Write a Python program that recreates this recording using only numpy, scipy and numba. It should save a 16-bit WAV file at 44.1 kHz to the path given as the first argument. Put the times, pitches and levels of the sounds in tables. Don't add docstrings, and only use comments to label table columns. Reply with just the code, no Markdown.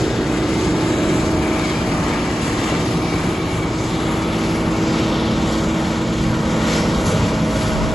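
import sys
import numpy as np
from scipy import signal
from scipy.fft import irfft
from scipy.io import wavfile
from scipy.ndimage import uniform_filter1d
from numba import njit

SR = 44100
rng = np.random.default_rng(int(sys.argv[2]) if len(sys.argv) > 2 else 0)


def materialize(psi):
    bounded = np.clip(np.atleast_2d(psi).T, -1, 1)
    quanta = np.round(bounded * 32767).astype(np.int16)
    wavfile.write(sys.argv[1], SR, quanta)


def amplitude_ratio(level_db):
    exponent = np.asarray(level_db, float) / 20
    return 10 ** exponent


N = 350154
CYCLE_ORDER = 12
CYLINDERS = 6

# (time [s], 12th order [Hz], exhaust [dB], drum [dB], effort [dB])
SHAFT_COURSE = [(0, 220.3, -41, -26.5, 1.8), (.35, 220, -32, -24.5, -1), (.9, 216.3, -35, -25, 0.5),
                (1.5, 217.1, -30, -24, 0.5), (2.1, 217.7, -32, -32.5, -0.5), (2.7, 218.2, -31, -28, 0.5),
                (3.1, 218.9, -46, -31.5, -.5), (3.5, 219.4, -40, -29, -1), (4.3, 220.6, -29.5, -26, -.6),
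                (4.85, 221, -27.5, -22.5, .5), (5.3, 221.2, -25, -25, 0), (5.9, 220.7, -27, -25, -.5),
                (6.3, 219, -25.5, -28, -2), (6.65, 217.3, -24.5, -32, 2), (7, 216.9, -30.5, -30, 1.3),
                (7.3, 217, -24, -36.5, 0), (7.94, 216.7, -27.5, -35, -1)]


def columns(table):
    s, *rest = np.transpose(table)
    return [np.interp(np.arange(N) / SR, s, c) for c in rest]


def on_log(hz, table):
    f, v = np.transpose(table)
    return np.interp(np.log(hz), np.log(f), v)


def walk(rate):
    steps = np.repeat(rng.standard_normal(int(N / SR * rate) + 2), 8)
    steps = uniform_filter1d(uniform_filter1d(steps, size=8), size=8)
    return 1.35 * np.interp(np.arange(N) * (8 * rate / SR), np.arange(len(steps)), steps)


def swells(rows):
    t = np.arange(N) / SR
    return sum(top * np.exp(-((t - s) / np.where(t < s, rise, fall)) ** 2) for s, rise, fall, top in rows)


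def glide(ends, span=(0, N / SR)):
    p = np.clip((np.arange(N) / SR - span[0]) / (span[1] - span[0]), 0, 1)
    return ends[0] + (ends[1] - ends[0]) * np.sin(np.pi * p / 2) ** 2


def unit(x):
    return x / np.sqrt(np.mean(x ** 2))


@njit
def svf(x, hz, width):
    y, b, l = np.empty(len(x)), 0., 0.
    for i in range(len(x)):
        g, k = np.tan(np.pi * hz[i] / SR), width / hz[i]
        v = (b + g * (x[i] - l)) / (1 + g * (g + k))
        b, l, y[i] = 2 * v - b, l + 2 * g * v, k * v
    return y


def band(x, hz, width):
    return svf(x, hz * np.ones(N), 1. * width)


def tone(hz, db, fade_db, wander):
    phase = 2 * np.pi * (np.cumsum(hz) / SR + rng.random()) + wander * walk(9)
    return np.sqrt(2) * amplitude_ratio(db + fade_db * walk(4)) * np.sin(phase)


def diesel():
    # (order, level [dB])
    steady_orders = [(2, -50.5), (3, -53), (4, -44.5), (5, -41), (6, -35.5), (7, -46), (10, -36.5),
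                     (11, -42), (14, -37), (15, -50.5), (18, -42), (20, -41), (22, -43.5), (24, -46.5),
                     (25, -54), (26, -48), (48, -49)]
    # (time [s], rise [s], fall [s], change [dB])
    ninth = [
        (0, .3, 0.34, -3),
        (3, 0.34, .3, 5),
        (4.5, 0.5, 0.37, 5.5),
        (6.7, 0.72, .6, 7),
    ]
    thirteenth = [
        (0, .2, .2, -1),
        (3.8, 0.69, 0.46, -4),
        (7.35, .2, .3, -7),
    ]
    sixteenth = [
        (5.07, 1.4, 1.7, -18.5),
    ]
    nineteenth = [
        (.95, 0.48, 0.55, 17.4),
        (2.6, .15, 0.13, 16),
    ]

    hz, exhaust_db = columns(SHAFT_COURSE)[:2]
    cycle_hz = hz / CYCLE_ORDER
    strong_orders = [
        (12, exhaust_db),
        (9, -34 + swells(ninth)),
        (13, -32.5 + swells(thirteenth)),
        (16, -31 + swells(sixteenth)),
        (19, -46 + swells(nineteenth)),
    ]
    strong = sum(tone(k * cycle_hz, db, fade_db=0.85, wander=0.24) for k, db in strong_orders)
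    weak = sum(tone(np.round(k) * cycle_hz, db, fade_db=2.0, wander=0.42) for k, db in steady_orders)
    return strong + weak, np.cumsum(cycle_hz) / SR


def rotors():
    # (time [s], rise [s], fall [s], change [dB])
    octave = [
        (.05, 0.27, 0.56, 6),
        (1.1, .4, 1.6, 14.5),
        (3.05, 0.27, 0.23, 5.6),
        (4.6, 0.55, .45, 8.5),
        (7.25, 0.34, 2.9, 15.6),
    ]
    # (time [s], rise [s], fall [s], change [dB])
    paddle_dip = [
        (2.15, .45, .45, -5),
    ]

    hz, _, knife_db, _ = columns(SHAFT_COURSE)
    knife_hz = 17.5 * hz / CYCLE_ORDER
    paddle_hz = 20.5 * hz / CYCLE_ORDER
    octave_db = -47.5 + swells(octave)
    receding_db = -1.22 * np.arange(N) / SR
    shade_db = glide((0, -12), (5, 5.2))
    paddle_db = -28.5 + receding_db + shade_db + swells(paddle_dip)
    drum = tone(knife_hz, knife_db, fade_db=0.5, wander=0.21)
    drum = drum + tone(2 * knife_hz, octave_db, fade_db=-1.0, wander=0.78)
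    drum = drum + tone(3 * knife_hz, octave_db - 16, fade_db=3.5, wander=0.27)
    drum = drum + tone(4 * knife_hz, octave_db - 21, fade_db=0.0, wander=0.86)
    return drum + tone(paddle_hz, paddle_db, fade_db=1.0, wander=0.65)


def rumble_rise():
    return glide((-1, 0), (3, 3.5))


def loads():
    effort_share = [.4, 1.2, 0.35, 1]
    flutter_db = [1.95, 0.68, 1.3, 0.19]

    effort_db = columns(SHAFT_COURSE)[3]
    rumble, casing, fan, hiss = (share * effort_db + db * walk(5) for share, db in zip(effort_share, flutter_db))
    casing = casing + glide((0, -1.5), (1.5, 2))
    fan = fan + glide((-2.6, 0), (.7, 1.75))
    return rumble + rumble_rise(), casing, fan, hiss


def roar(turns, treble_db):
    load_hz = [70, 450, 1100, 4500]
    # (frequency [Hz], density [dB per Hz])
    sum_colour = [(18, -36), (30, -8.5), (161, -4), (270, -5), (311, -5.5), (392, -8), (1230, -14.5),
                  (1710, -19.5), (1880, -20), (3790, -27), (5630, -28.5), (7120, -30), (8000, -31),
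                  (10400, -50.5), (17600, -120)]
    # (frequency [Hz], gain [dB])
    sum_top = [(7600, -2), (8200, -7), (8600, -22), (9000, -26.5), (9500, -16), (10000, -11), (10500, -9.5),
               (11300, -10), (11750, -16.5), (12050, -70)]
    # (frequency [Hz], density [dB per Hz])
    difference_colour = [(13, -43), (22, -13), (54, -17), (247, -9.5), (312, -13), (574, -6.5), (836, -5.5),
                         (1280, -2.5), (2140, -6), (2400, -10.5), (4420, -14), (6000, -12), (7800, -42),
                         (13200, -120)]
    # (frequency [Hz], gain [dB])
    difference_top = [(6000, 0.5), (6500, -5), (7100, -13), (7600, -4), (8600, 2.5), (9400, -3.5),
                      (10200, -4.5), (10700, -27), (11200, -47)]
    # (frequency [Hz], likeness [-1 to 1])
    lean = [(100, 0.0), (300, -.3), (900, 0.43), (2000, 0.2), (4000, 0.25), (9000, 0.11)]
    # (frequency [Hz], share of the difference [0-1])
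    lag = [(700, 0.0), (1000, .3), (1450, 0.5), (1900, 0.022), (2400, 0.1), (3000, 0)]
    # (time [s], rise [s], fall [s], lift [dB])
    wads = [(.36, .05, 0.062, 2.5), (.65, 0.15, .07, 3), (.85, 0.088, 0.082, 1.5), (1.17, .12, .08, 1.5),
            (1.68, .16, .07, 6), (2.06, 0.13, 0.25, 3), (2.45, 0.043, .05, 3), (2.66, 0.1, 0.066, 3.5),
            (2.87, 0.12, 0.085, 2.5), (3.18, 0.11, 0.11, 3.8), (3.55, 0.078, .1, 3),
            (4.15, 0.074, 0.079, 1), (4.47, .07, .08, 2.5), (4.95, 0.064, 0.2, 2), (5.55, 0.14, 0.033, 2.5),
            (5.85, 0.067, 0.042, 1), (6.3, 0.16, 0.065, 2.5), (6.74, 0.094, 0.078, 7),
            (6.93, 0.065, 0.071, 1), (7.07, 0.018, 0.1, 6.5), (7.27, 0.07, 0.1, 4.5),
            (7.62, 0.15, 0.079, 4)]

    size = 2 ** 11 * 175
    hz = np.maximum(np.arange(size // 2 + 1) * SR / size, 1.)
    moves = loads()
    total = amplitude_ratio(on_log(np.minimum(hz, 8000), sum_colour) + on_log(hz, sum_top))
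    apart = amplitude_ratio(on_log(np.minimum(hz, 6000), difference_colour) + on_log(hz, difference_top))
    throb = 0.72 * np.cos(2 * np.pi * turns) + 0.46 * np.cos(4 * np.pi * turns + 1)
    throb = throb + 0.42 * np.cos(2 * np.pi * CYLINDERS * turns)
    clumps = .5 * walk(24) + swells(wads) - 1.3
    mid, side = 0, 0
    for centre in 20 * 2 ** np.arange(0, 10, .5):
        shape = np.cos(np.pi * np.clip(np.log2(hz / centre), -.5, .5))
        one, other = rng.standard_normal((2, len(hz), 2)) @ [1, 1j] * shape
        like = np.clip(on_log(centre, lean), -.5, .5) + 1j * np.clip(on_log(centre, lag), -.85, .85)
        place = on_log(centre, list(zip(load_hz, range(4))))
        load_db = sum(max(1 - abs(place - k), 0) * db for k, db in enumerate(moves))
        high = np.clip(np.log2(centre / 800) / 2.8, 0, 1)
        gain = amplitude_ratio(load_db + high * (throb + clumps + 1.55 * walk(8)))
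        mid = mid + gain * irfft(one * total, size)[:N]
        turned = amplitude_ratio(treble_db * (3300 < centre < 7400))
        partly_alike = like * one + np.sqrt(1 - abs(like) ** 2) * other
        side = side + gain * turned * irfft(partly_alike * apart, size)[:N]
    return amplitude_ratio(-21.5) * unit(mid), amplitude_ratio(-33.5) * unit(side)


def mesh():
    # (time [s], rise [s], fall [s], lift [gain])
    gear_swells = [
        (.55, 0.37, 0.39, 0.6),
        (1.05, 0.16, 0.17, 0.37),
        (1.65, 0.32, .2, 1.2),
        (2.2, .2, .5, 0.27),
        (3.45, .4, .38, .95),
        (4.4, 0.26, .4, 0.38),
    ]
    return 0.15 + swells(gear_swells)


def whine():
    ring = band(band(rng.standard_normal(N), 2250, 70), 2250, 70)
    return amplitude_ratio(-45.0 + 4.9 * walk(26)) * mesh() * unit(ring)


def tractor():
    # (frequency [Hz], level [dB])
    hum_lines = [(29.7, -52.5), (59.2, -34), (79.5, -40.5), (119, -35), (126, -43.5), (159.5, -43),
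                 (174.5, -33.5)]
    rise_db = rumble_rise() - 0.3
    return sum(tone(np.full(N, 1. * hz), db + rise_db, fade_db=1.0, wander=0.97) for hz, db in hum_lines)


def knocks():
    # (time [s], peak [dB], pitch [Hz])
    blows = [
        (1.402, -17, 67.3),
        (2.299, -8, 118),
        (6.969, -7, 53.8),
        (7.007, -6, 161),
        (7.074, -6, 99.6),
        (7.194, -5, 75.4),
        (7.231, -4.5, 102),
        (7.629, -3.5, 113),
        (7.649, -4, 186),
    ]
    out, t = np.zeros(N + SR), np.arange(SR // 8) / SR
    for s, db, hz in blows:
        out[int(s * SR):][:len(t)] += amplitude_ratio(db - 5) * np.sin(2 * np.pi * hz * t) * np.exp(-t * hz / 0.92)
    return out[:N]


def surge():
    low = band(band(rng.standard_normal(N), 85, 90), 85, 90)
    rut = (7.15, .2, .22, 1)  # time, rise, fall [s], size
    return amplitude_ratio(-27 + 3 * walk(25)) * swells([rut]) * unit(low)


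def breeze():
    # (time [s], rise [s], fall [s], lift [dB])
    gust_swells = [
        (.08, .1, .12, 10),
        (2.3, 0.22, .15, 5),
        (7.12, .1, 0.13, 13),
        (7.78, 0.11, .4, 23),
    ]
    db = -54.5 + 1 * np.arange(N) / SR + swells(gust_swells)
    gusts = [svf(rng.standard_normal(N), np.full(N, 55.), 90.) * amplitude_ratio(2.3 * walk(15)) for _ in range(2)]
    return amplitude_ratio(db) * np.array([unit(svf(g, np.full(N, 60.), 200.)) for g in gusts])


def bounce(x, ms, drift_ms):
    lag_samples = (ms + drift_ms * walk(.5)) * SR / 1000
    return np.interp(np.arange(N) - lag_samples, np.arange(N), x)


def field(x):
    # (time [s], rise [s], fall [s], lift [gain])
    spout_swells = [
        (.95, 0.18, 0.39, .15),
        (4.3, 0.54, .3, 0.5),
        (5.0, 0.16, 1.0, 1),
        (6.2, .2, 0.48, 0.43),
        (7.7, 0.42, .5, .3),
    ]
    # (time [s], rise [s], fall [s], lift [gain])
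    chute = [
        (2.55, 0.25, .35, 0.55),
        (3.4, .3, .25, .7),
        (4.9, 0.65, .3, 0.37),
    ]
    # (time [s], rise [s], fall [s], depth [gain])
    low_dip = [
        (.1, .3, 0.48, -0.56),
        (2.4, 0.93, 2.8, 0.33),
    ]
    # (time [s], rise [s], fall [s], lift [gain])
    whistle = [
        (1.02, .2, 0.3, 0.7),
        (3.1, 0.11, 0.17, 0.57),
    ]

    x = x + 0.11 * bounce(x, 2.3, drift_ms=0.13) + 0.18 * bounce(x, 6.5, drift_ms=.3)
    dip_hz, dip = glide((1400, 1690), (0.18, 4.5)), glide((0.11, 0.36), (0.18, 4.5))
    second, high = glide((.05, .33), (2.3, 4.2)), glide((.4, 0.092))
    x = x - dip * band(x, dip_hz, 276) - second * band(x, 2575, 170) - high * band(x, 5640, 1400)
    x = x - swells(low_dip) * band(x, 1460, 280) - 0.19 * band(x, 787, 200)
    x = x + swells(whistle) * band(x, 3880, 220)
    hold = glide((0.11, 0.58), (3.9, 5.8)) * (band(x, 533, 110) - .4 * band(x, 350, 120))
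    x = x + swells(chute) * band(x, 2750, 150) + hold
    gear_hz = glide((1910, 2354), (.1, 1.2)) - 20 * np.arange(N) / SR + 45 * walk(12)
    gear = mesh() * amplitude_ratio(1.5 * walk(18))
    gear_song = gear * band(band(x, gear_hz, 280), gear_hz, 280)
    return x + gear_song + swells(spout_swells) * band(x, np.linspace(3900, 3350, N), 800)


def scene():
    # (time [s], turn away [0-1])
    heading = [(0, .3), (.8, 0.06), (3, 0.07), (4.2, .7), (5.6, 1.1), (6.4, .85), (7.94, .8)]
    turn, = columns(heading)
    engine, turns = diesel()
    mid, side = roar(turns, -6.5 * turn)
    mid = field(mid) + whine()
    lines = engine + rotors() + tractor() + knocks() + surge()
    lean_lines, lean_hold = glide((-0.1, -0.029), (1.0, 1.8)), glide((0, -.13), (4.6, 6.4))
    lean_low, lean_high = glide((0, -0.18), (.1, 1.3)), glide((.4, 0.095), (.6, 5.2))
    side = side + lean_lines * band(lines, 300, 400) + lean_hold * band(mid + lines, 600, 350)
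    side = side + lean_low * band(band(mid, 1150, 600), 1150, 600)
    side = side + lean_high * band(band(mid, 2760, 2200), 2760, 2200)
    return mid + lines + side * np.array([[1], [-1]]) + breeze()


def thin(pair):
    # (frequency [Hz], sum [dB], difference [dB])
    masked = [(100, -40, -30), (500, -30, -24), (1500, -14, -19), (3000, -10, -11), (5800, -6, -9),
              (7500, -7.5, -8), (9000, -6, -8), (11000, -4.5, -6), (11900, -3, -3)]
    both = np.array([pair[0] + pair[1], pair[0] - pair[1]]) / 2
    hz, _, z = signal.stft(both, SR, window="cosine", nperseg=2048, noverlap=1024)
    power = (abs(z[:, :1024]) ** 2).reshape(2, 128, 8, -1).mean(axis=2)
    around = uniform_filter1d(power.sum(axis=0), size=9, axis=0)
    around = around * amplitude_ratio(4 * rng.standard_normal(power.shape))
    edges, *under_db = np.transpose(masked)
    share = np.array([amplitude_ratio(2 * on_log(hz[4::8], list(zip(edges, db)))) for db in under_db])
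    threshold = share[:, :, None] * around
    z[:, :1024] *= np.repeat(power > threshold, 8, axis=1)
    z[:, :1024] *= abs(z[:, :1024]) ** 2 > np.repeat(amplitude_ratio(2) * threshold, 8, axis=1)
    mid, side = signal.istft(z, SR, window="cosine", nperseg=2048, noverlap=1024)[1][:, :N]
    return np.array([mid + side, mid - side])


def band_limit(x):
    return signal.sosfilt(signal.butter(12, 12810, fs=SR, output="sos"), x)


def record(dry):
    heard = signal.sosfilt(signal.butter(2, 32, "highpass", fs=SR, output="sos"), dry)
    mix = thin(heard)
    return band_limit(mix)


dry = scene()
out = record(dry)
materialize(out)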